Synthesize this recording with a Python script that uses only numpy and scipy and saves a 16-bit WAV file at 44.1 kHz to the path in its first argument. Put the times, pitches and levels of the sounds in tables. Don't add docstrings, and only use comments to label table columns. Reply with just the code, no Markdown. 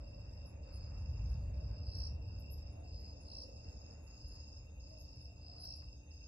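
import sys
import numpy as np
from scipy import signal
from scipy.fft import rfft, irfft, next_fast_len
from scipy.io import wavfile
from scipy.ndimage import uniform_filter1d, map_coordinates

SR = 44100
rng = np.random.default_rng(int(sys.argv[2]) if len(sys.argv) > 2 else 0)


def to_wav(sig):
    pcm = np.clip(np.atleast_2d(sig), -1, 1) * 32767
    pcm = np.round(pcm).astype(np.int16)
    wavfile.write(sys.argv[1], SR, pcm.T)


N = 276534
TIME = np.arange(N) / SR
STROKE_PITCH_SCATTER = 0.0065


def from_db(db):
    return 10 ** (np.asarray(db) / 20)


def rms_one(x):
    return x / np.sqrt(np.mean(x ** 2) + 1e-20)


def in_time(rows):
    s, *columns = np.transpose(rows)
    return [np.interp(TIME, s, column) for column in columns]


def coloured(x, points):
    hz, db = np.transpose(points)
    size = next_fast_len(N)
    bins = np.maximum(np.arange(size // 2 + 1) * SR / size, 1)
    gain = from_db(np.interp(np.log(bins), np.log(hz), db))
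    return irfft(rfft(x, size) * gain, size)[..., :N]


def drift(rate):
    knots = rng.standard_normal(512)
    curve = map_coordinates(knots, [TIME[::64] * rate], order=2, mode="wrap")
    return rms_one(curve)[np.arange(N) // 64]


def widen(mid, side, side_db):
    gain = from_db(side_db)
    return (mid + gain * side * [[1], [-1]]) / np.sqrt(1 + gain ** 2)


def noise(points, side_db):
    return rms_one(coloured(widen(*rng.standard_normal((2, N)), side_db), points))


def modulated_noise(points, side_db, modulation_db, count=9):
    edges = np.geomspace(500, 3200, count + 1)
    total = 0
    for band in zip(edges, edges[1:]):
        bandpass = signal.butter(2, band, "band", fs=SR, output="sos")
        gain = from_db(modulation_db * drift(11))
        total = total + gain * signal.sosfilt(bandpass, noise(points, side_db))
    return rms_one(total)


def lagged(stereo, lag_ms):
    left = map_coordinates(stereo[0], [(TIME - lag_ms / 1000) * SR], order=3)
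    return np.array([left, stereo[1]])


def outdoors(x, direct_db, side_db, lag_ms, t60=0.22):
    age = TIME[:SR // 2]
    scatter = widen(*rng.standard_normal((2, len(age))), side_db)
    tail = scatter * from_db(-60 * age / t60) * (age > .003)
    response = tail / np.sqrt(np.sum(tail ** 2) / 2)
    response[:, 0] = from_db(direct_db)
    heard = signal.fftconvolve(x[None], response, axes=1)[:, :N]
    return lagged(heard / np.sqrt(1 + from_db(2 * direct_db)), lag_ms)


def strokes(rows, length, fall, skew, overtone_db=-60, fall_per_db=0, bend=1):
    start, hz, db = np.transpose(sorted(rows))
    which = np.maximum(np.searchsorted(start, TIME, "right") - 1, 0)
    along = np.clip((TIME - start[which]) / length, 0, 1)
    falls = fall * np.clip(1 + fall_per_db * (db - np.percentile(db, 75)), 0, 1)
    pitch = hz[which] * (1 - falls[which] * along ** bend)
    phase = 2 * np.pi * np.cumsum(pitch) / SR
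    swell = np.sin(np.pi * along ** skew) ** 2 * 1.227 * from_db(db)[which]
    return np.sqrt(2) * swell * (np.sin(phase) + from_db(overtone_db) * np.sin(2 * phase))


def chorus(pitch_hz, fall, per_s, side_db, lag_ms, spread=0.021, flicker_db=1.13, count=4):
    song = 0
    for offset in np.linspace(-1, 1, count):
        pace = per_s * (1 + .04 * rng.standard_normal())
        times = (np.arange(1200) - rng.random() + .04 * rng.standard_normal(1200)) / pace
        middle_hz = np.interp(times, TIME, np.broadcast_to(pitch_hz, N))
        pitches = middle_hz * (1 + fall / 2 + spread * offset)
        levels = 5.3 * np.minimum(rng.standard_normal(len(times)), 2) - 6 * abs(offset - .3)
        singer = strokes(zip(times, pitches, levels), 0.65 / pace, fall, skew=1.0)
        song = song + from_db(flicker_db * drift(17)) * singer
    return rms_one(outdoors(song, direct_db=-0.5, side_db=side_db, lag_ms=lag_ms))


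def far_crickets():
    # pitch_hz, fall_share_of_pitch, strokes_per_s, level_db, width_db, left_lag_ms
    steady_choruses = [(2661, .07, 49, -72, -2, 0.16), (3710, .075, 64, -88.5, -4.5, 0.047),
                       (7618, 0.18, 89, -91, -16.5, 0.0044)]
    # time_s, pitch_hz, level_db
    high_chorus = [(0, 6480, -84.5), (1.3, 6500, -76), (2, 6500, -90.5), (2.3, 6530, -85), (2.8, 6508, -78),
                   (4.2, 6620, -72), (5, 6500, -73.5), (5.7, 6390, -84), (5.96, 6330, -74.5),
                   (6.27, 6400, -71.5)]
    steady = sum(from_db(db) * chorus(hz, fall, per_s, side_db, lag_ms)
                 for hz, fall, per_s, db, side_db, lag_ms in steady_choruses)
    pitch_hz, level_db = in_time(high_chorus)
    high = chorus(pitch_hz, fall=.08, per_s=89, side_db=0.0, lag_ms=.23, spread=0.031)
    return steady + from_db(level_db) * high


def thunder(steadiness=0.12):
    # peak_s, level_db, rise_s
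    swells = [(.5, -50, 0.051), (1.38, -39, 0.5), (2.103, -43, 0.6), (2.936, -40.5, 0.017),
              (3.668, -45, 0.018), (4.28, -50, 0.078)]
    # time_s, level_db
    rumble = [(0, -49), (3.6, -53.5), (5.9, -52), (6.27, -58.5)]
    # frequency_hz, relative_density_db
    thunder_colour = [(20, -18.5), (35, -15), (52, 2.5), (72, 1), (90, -3), (120, -7), (155, -18.5),
                      (220, -25.5), (320, -45), (600, -99)]
    decay_ratio = 1
    power = from_db(in_time(rumble)[0]) ** 2
    for peak_s, db, rise_s in swells:
        age = (TIME - peak_s) / rise_s
        envelope = np.exp(-np.where(age < 0, age ** 2, age / decay_ratio))
        power = power + (from_db(db) * envelope) ** 2
    low_noise = noise(thunder_colour, side_db=-30)
    loudness = uniform_filter1d(np.mean(low_noise ** 2, axis=0), SR // 10)
    return np.sqrt(power) * rms_one(low_noise / loudness ** (steadiness / 2))


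def night_air(wash_db=5.5, midrange_db=0.0, hiss_db=-86):
    # time_s, relative_level_db (wash_db is added)
    wash_curve = [(0.1, -68.5), (1.32, -66), (3.92, -68), (4.14, -71.5), (5.31, -72.5), (5.67, -71.5),
                  (6.2, -75)]
    # time_s, level_db (before its random modulation)
    midrange_curve = [(.25, -79), (.7, -74.5), (1.1, -73.5), (1.8, -75.5), (2.3, -80.5), (2.9, -78),
                      (3.5, -81), (4, -76.5), (4.8, -82.5), (5.4, -83.5), (5.55, -80), (5.9, -84.5),
                      (6.2, -85.5)]
    # frequency_hz, relative_density_db
    wash_colour = [(100, -19.5), (160, 8.5), (230, 5.5), (380, -1), (540, 4.5), (700, -1.5), (900, -5.5),
                   (1300, -20), (2500, -63)]
    midrange_colour = [(500, -14), (900, 9.5), (1500, 2.5), (2200, -4), (2700, 4.5), (3100, -74.5),
                       (6000, -35.5)]
    hiss_colour = [(3200, -30.5), (4100, 29), (5000, 46.5), (5800, 9), (7000, -16), (8000, -11.5),
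                   (8700, -22), (10000, -11.5), (11400, 10), (12200, -18)]
    wash_gain = from_db(in_time(wash_curve)[0] + wash_db)
    wash = wash_gain * lagged(noise(wash_colour, side_db=-9.0), lag_ms=0.39)
    modulation_db = 1.3 * drift(16)
    midrange_gain = from_db(in_time(midrange_curve)[0] + midrange_db + modulation_db)
    midrange = midrange_gain * modulated_noise(midrange_colour, side_db=-8, modulation_db=2.5)
    return wash + midrange + from_db(hiss_db) * noise(hiss_colour, side_db=-1.5)


def machine(waver_db=1.0, wander=0.62):
    # frequency_hz, rms_level_db (about which it wavers)
    hum = [(75.0, -58.5), (296.6, -73.5), (593, -85), (889, -89)]
    total = 0
    for hz, db in hum:
        gain = from_db(db + waver_db * drift(6.7))
        total = total + np.sqrt(2) * gain * np.sin(2 * np.pi * hz * TIME + wander * drift(3.834))
    return total


def near_cricket(pitch_hz=5400, length=.0105, crescendo_db=2.0, uneven_db=1.0):
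    # first_stroke_s, last_stroke_s, stroke_count, slowing_share, level_db (at the end, unfiltered)
    phrases = [(0.013, 0.46, 13, 0.12, -61), (0.638, 1.343, 20, 0.11, -61.5),
               (1.546, 2.08, 15, 0.14, -60.5), (2.226, 2.673, 13, 0.18, -60), (2.853, 3.259, 12, .16, -62),
               (3.398, 3.911, 14, 0.17, -58), (4.079, 4.573, 14, .135, -57), (4.809, 5.257, 13, 0.13, -57),
               (5.438, 5.93, 14, .14, -59), (6.117, 6.543, 13, .14, -57)]
    catch_s, catch_rise_hz, catch_db = .007, 112.8, -6
    slap_s, slap_db = .017, -8
    rows = []
    for first, last, count, slowing, db in phrases:
        progress = np.linspace(0, 1, round(count))
        elapsed = progress - slowing / np.pi * np.sin(np.pi * progress)
        times = first + (last - first) * elapsed - length / 2
        soft_start_db = -3 * np.exp(-progress / 0.084)
        unevenness = uneven_db * rng.standard_normal(len(times))
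        levels = db + crescendo_db * (progress - 1) + soft_start_db + unevenness
        scatter = STROKE_PITCH_SCATTER * rng.standard_normal(len(times))
        rows += zip(times, pitch_hz * (0.99 + .025 * progress + scatter), levels)
    catches = [(s - catch_s, hz + catch_rise_hz, db + catch_db) for s, hz, db in rows]
    song = strokes(rows, length, fall=.175, skew=1, overtone_db=-42)
    song = song + strokes(catches, length, fall=.08, skew=1)
    song = coloured(song, [(4200, 8.5), (4600, -2), (5000, 1.5), (5330, 5.5), (5700, -13.5)])
    song = song + from_db(slap_db) * np.interp(TIME - slap_s, TIME, song, left=0)
    return outdoors(song, direct_db=1.5, side_db=0, lag_ms=.27, t60=.45)


def tyres(width_hz=55):
    # loudest_s, swell_s, pitch_hz, relative_level_db (3 dB above the level heard)
    cars = [(.05, 0.25, 572.5, -60.5), (0.649, 0.46, 557, -68.5), (1.65, 0.25, 605, -63),
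            (2.81, 0.078, 701, -61), (3.5, 0.096, 518, -61), (4.95, 0.082, 608.5, -61.5),
            (5.319, 0.067, 679, -69.5), (5.61, 0.15, 697, -64.5)]
    tone = 0
    for s, swell_s, hz, db in cars:
        tone = tone + from_db(db) * np.exp(-((TIME - s) / swell_s) ** 2 + 2j * np.pi * hz * TIME)
    mid, side = [drift(2 * width_hz) * tone.real + drift(2 * width_hz) * tone.imag for _ in range(2)]
    return lagged(widen(mid, side, -1.7), lag_ms=0.51) / np.sqrt(2)


def bats(faint_db=-88.0, faint_spread_db=12, count=150, quaver_hz=290):
    # start_s, length_s, level_db, middle_pitch_hz, glide_start_to_end_hz, middle_sag_hz
    loud = [(0.448, 0.068, -75, 10800, -200, 698), (0.722, 0.062, -73.5, 9250, 0, 2900),
            (0.99, .045, -86, 10230, 1798, 2), (1.277, 0.07, -79, 10500, 0, 1400),
            (1.965, .041, -72.5, 11040, -500, 404), (2.385, 0.033, -71, 11620, 2, 203),
            (2.502, 0.048, -59.5, 11150, 300, 1100), (2.717, 0.028, -82.5, 9850, 2, 0),
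            (2.785, .045, -86, 10480, 1000, 0), (2.981, 0.054, -82.5, 11640, 1001, 2),
            (3.198, 0.049, -78.5, 9800, -1100, 598), (4.02, 0.071, -79.5, 10670, -400, 694),
            (4.273, 0.024, -72, 10800, -3200, 0), (4.302, 0.068, -81, 11260, -2, 3),
            (4.975, 0.073, -74, 11450, 1403, 0), (5.152, 0.018, -81, 10880, -2800, 0),
            (5.187, 0.081, -83, 11100, 1202, 0), (5.59, 0.08, -65, 10880, 1907, 400),
            (5.75, 0.03, -69.5, 11400, -300, -1600)]
    faint = []
    for when, weak, low, slope in rng.random((count, 4)):
        faint.append((when * TIME[-1], 0.035 + 0.068 * weak, faint_db - faint_spread_db * weak,
                      11450 - 1700 * low ** 3, 1000 * (slope - .5), 0))
    out = np.zeros(N + SR)
    quaver = quaver_hz * np.resize(drift(520), N + SR)
    for s, length, db, middle_hz, glide_hz, sag_hz in loud + faint:
        along = np.linspace(0, 1, int(length * SR))
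        span = max(int(s * SR), 0) + np.arange(len(along))
        pitch = middle_hz + glide_hz * (along - .5) + sag_hz * abs(2 * along - 1) + quaver[span]
        tone = np.sin(2 * np.pi * np.cumsum(pitch) / SR)
        out[span] += np.sqrt(2) * from_db(db) * np.sin(np.pi * along) * tone
    return outdoors(out[:N], direct_db=7, side_db=-12, lag_ms=.018, t60=.2)


def buzzes(table, pitch_hz, rise_hz, swell_db, ease_db, uneven_db):
    strokes_per_s = 59.1
    hz_per_db, middling_db = 23, -56.5
    rows = []
    for start, full, end, db in table:
        times = np.arange(start, end, 1 / strokes_per_s)
        to_go = np.interp(times, [start, full], [1, 0])
        past = np.interp(times, [full, end], [0, 1]) ** 3
        unevenness = uneven_db * rng.standard_normal(len(times))
        levels = db - swell_db * to_go - ease_db * past + unevenness
        pitches = pitch_hz + hz_per_db * (db - middling_db) - rise_hz * np.sqrt(to_go)
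        scatter = STROKE_PITCH_SCATTER * rng.standard_normal(len(times))
        rows += zip(times, pitches * (1 + scatter), levels)
    return rows


def buzzing_crickets(overtone_db=-24):
    # start_s, full_strength_s, end_s, level_db (at full strength, unfiltered)
    near_buzzes = [(1.828, 1.945, 2.075, -48.3), (3.2105, 3.335, 3.44, -48.5), (5.548, 5.635, 5.74, -47.8)]
    far_buzzes = [(.62, .71, 0.86, -58), (1.22, 1.34, 1.47, -66), (1.68, 1.83, 2.05, -56.5),
                  (2.84, 2.95, 3.1, -55), (3.5, 3.63, 3.75, -67), (4.13, 4.27, 4.41, -57.5),
                  (4.92, 5.08, 5.2, -65.5), (5.36, 5.45, 5.82, -55)]
    # frequency_hz, gain_db
    wing = [(3700, -2.5), (4200, -1.5), (4450, -10), (4750, -4), (5000, -2), (5400, 2.5), (5680, 5),
            (6200, -26), (8500, -22), (9400, 1.5), (11000, -7.5), (12000, -12)]
    near_rows = buzzes(near_buzzes, pitch_hz=5618, rise_hz=480, swell_db=14.5, ease_db=1.5, uneven_db=1.5)
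    far_rows = buzzes(far_buzzes, pitch_hz=5330, rise_hz=100, swell_db=11, ease_db=2, uneven_db=1)
    near = strokes(near_rows, length=.0155, fall=.36, skew=1.1, overtone_db=overtone_db,
                   fall_per_db=.022, bend=1.6)
    far = strokes(far_rows, length=.012, fall=.23, skew=.7, fall_per_db=.015)
    far = coloured(far, [(3900, 1), (4220, 2), (4450, -10), (4840, -5), (5010, 5), (5220, -3), (5600, -11)])
    near = outdoors(coloured(near, wing), direct_db=4, side_db=-1, lag_ms=.27, t60=.27)
    return near + outdoors(far, direct_db=-2, side_db=-4, lag_ms=.262, t60=.4)


def leaf(start_s=5.822, level_db=-66):
    age = np.maximum(TIME - start_s, 0)
    crack = noise([(400, -8), (1000, 1), (1900, -6), (3000, -22), (6000, -45)], side_db=0)
    return from_db(level_db) * (age > 0) * np.exp(-age / .012) * crack


def scene():
    distance = thunder() + night_air() + machine() + tyres()
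    animals = far_crickets() + near_cricket() + bats() + buzzing_crickets()
    return distance + animals + leaf()


def record(dry):
    lowpass = signal.ellip(10, .2, 80, 12400, fs=SR, output="sos")
    return signal.sosfilt(lowpass, dry)


dry = scene()
out = record(dry)
to_wav(out)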